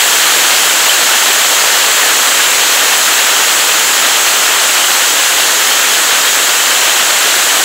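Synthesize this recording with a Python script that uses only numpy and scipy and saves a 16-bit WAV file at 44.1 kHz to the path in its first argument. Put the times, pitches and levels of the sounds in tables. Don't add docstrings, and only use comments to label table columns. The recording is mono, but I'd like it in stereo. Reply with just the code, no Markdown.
import sys
import numpy as np
from scipy import signal
from scipy.io import wavfile
from scipy.ndimage import uniform_filter1d

SR = 44100
rng = np.random.default_rng(int(sys.argv[2]) if len(sys.argv) > 2 else 0)


def dump_mix(stems):
    frames = np.atleast_2d(stems).T
    limited = np.clip(frames, -1, 1)
    pcm = np.round(limited * 32767).astype(np.int16)
    wavfile.write(sys.argv[1], SR, pcm)


N = 336924
TIME = np.arange(N) / SR


def gain_of(db):
    return 10 ** (np.asarray(db) / 20)


def evened(x):
    return x / np.sqrt(np.mean(x ** 2) + 1e-20)


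def read(points, hz):
    point_hz, point_db = np.transpose(points)
    return np.interp(np.log(hz + 1), np.log(point_hz + 1), point_db)


def colour(x, db_at, size=4096):
    frequencies = abs(np.fft.fftfreq(size, 1 / SR))
    log_gain = np.log(gain_of(db_at(frequencies)))
    response = np.fft.ifft(np.exp(signal.hilbert(log_gain).conj())).real
    return signal.oaconvolve(x, response[:size // 2])[:N]


def impacts(per_s, spread_db):
    hit = rng.random(N) < per_s / SR
    luck = rng.laplace(size=N)[hit]
    sizes = gain_of(spread_db * np.minimum(abs(luck), 4))
    clicks = np.zeros(N)
    clicks[hit] = np.sign(luck) * sizes
    return clicks


def ring(hz, t60):
    t = TIME[:SR // 6]
    return np.sin(2 * np.pi * hz * t) * np.exp(-np.log(1000) * t / t60)


def strikes(rows):
    out = np.zeros(N)
    for start_s, db, hz, t60 in rows:
        sound = gain_of(db) * ring(hz, t60)
        part = out[round(start_s * SR):][:len(sound)]
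        part += sound[:len(part)]
    return out


def wash(patchy_db, flicker_db, size=512):
    hop = size // 4
    real, imag, patches = rng.standard_normal((3, N // hop + 5, size // 2 + 1))
    patches = uniform_filter1d(patches, size=16, axis=0)
    patches = evened(uniform_filter1d(patches, size=8, axis=1))
    flicker = evened(uniform_filter1d(rng.standard_normal(len(real)), size=20))[:, None]
    field = (real + 1j * imag) * gain_of(patchy_db * patches + flicker_db * flicker)
    noise = signal.istft(field.T, nperseg=size, noverlap=size - hop)[1]
    return evened(noise[:N])


def patter(per_s, spread_db, cycles, count=24):
    out = np.zeros(N)
    for hz in np.geomspace(300, 5000, count):
        knock = ring(hz, cycles * rng.uniform(0.34, 2.2) / hz)
        knocks = signal.oaconvolve(impacts(per_s / count, spread_db), knock)[:N]
        out += np.sqrt(hz) * evened(knocks)
    return evened(out)


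def fall_db():
    lull_s, ease_db_per_s, pick_up_db_per_s = 6, 0.3, 0.25
    before = ease_db_per_s * np.maximum(lull_s - TIME, 0)
    after = pick_up_db_per_s * np.maximum(TIME - lull_s, 0)
    return before + after


def rumble(count=256):
    # (frequency [Hz], level [dB])
    rumble_tone = [(20, -3), (70, 0), (110, 0), (220, -23), (600, -70)]
    level_db, swing_db, lump_s, fade_db_per_s = -63.5, 3, .12, 1.5
    lumps = np.interp(TIME / lump_s, np.arange(count), rng.standard_normal(count))
    swell = gain_of(swing_db * lumps - fade_db_per_s * TIME)
    noise = colour(rng.standard_normal(N), lambda hz: read(rumble_tone, hz))
    return gain_of(level_db) * evened(swell * noise)


def low_pops():
    # (time [s], starting level [dB])
    pop_times = [(.894, -39), (1.452, -41), (1.917, -35), (2.416, -36), (3.598, -39), (4.276, -27)]
    pitch_hz, t60_s = 60, .025
    return strikes([(start_s, db, pitch_hz, t60_s) for start_s, db in pop_times])


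def close_stones():
    # (time [s], starting level [dB], pitch [Hz], ring time to -60 dB [s])
    stone_hits = [(.697, -7, 3700, .03), (.8945, -1.5, 3040, .06), (2.403, -7, 1660, .06),
                  (3.595, -16, 520, 0.039), (4.884, -7, 1560, 0.043), (5.189, -10, 3000, .04),
                  (6.275, -10, 3250, .08)]
    return strikes(stone_hits)


def road(ticks_db=-6):
    # (frequency [Hz], level [dB])
    hiss_tone = [(1500, -26), (3500, -7.5), (4800, -1.5), (8000, 0), (9000, -1.5), (11000, -6), (16000, -7)]
    lull_db = -15.5
    ticks = evened(impacts(per_s=1800, spread_db=4.5))
    fall = wash(patchy_db=1.0, flicker_db=0.4) + gain_of(ticks_db) * ticks
    hiss = evened(colour(fall, lambda hz: read(hiss_tone, hz)))
    return gain_of(lull_db + fall_db()) * hiss


def lawn(near_db=-12):
    # (frequency [Hz], level [dB])
    roar_tone = [(30, -27), (120, -15.5), (250, -9), (450, -4.5), (800, -2.5), (1000, -3), (1250, -0.6),
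                 (1720, 0.85), (2080, -2), (2450, -2.5), (3230, 0.5), (3550, -3.5), (4200, -4.5),
                 (5600, -19.5)]
    lull_db = -13.5
    near = patter(per_s=1800, spread_db=3, cycles=14)
    fall = wash(patchy_db=0.4, flicker_db=0.3) + gain_of(near_db) * near
    roar = evened(colour(fall, lambda hz: read(roar_tone, hz)))
    return gain_of(lull_db + fall_db()) * roar


def scene():
    storm = lawn() + road() + close_stones()
    return np.array([storm, storm])


def port_db(hz):
    centre_hz, width_hz, peak_db = 7270, 2500, 15
    return peak_db / (1 + (2 * (hz - centre_hz) / width_hz) ** 4)


def record(dry):
    # (frequency [Hz], gain [dB])
    equaliser = [(30, -48), (80, -29), (120, -18), (170, -12.5), (260, -6), (420, -3), (1000, -1),
                 (4300, -0.5), (5300, -3), (5800, -5), (6300, -8), (6800, -11), (7750, -10.5), (8500, -11),
                 (9500, -3.5), (15500, -3)]
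    drive, edge_hz = 2.2, 15760
    overloaded = np.tanh(drive * colour(dry.mean(0), port_db))
    voiced = colour(overloaded, lambda hz: read(equaliser, hz))
    voiced = voiced + rumble() + low_pops()
    low_pass = signal.firwin(1023, edge_hz, window=("kaiser", 7), fs=SR)
    limited = signal.oaconvolve(np.clip(voiced, -1, 1), low_pass, "same")
    return np.tile(limited, (len(dry), 1))


dry = scene()
out = record(dry)
dump_mix(out)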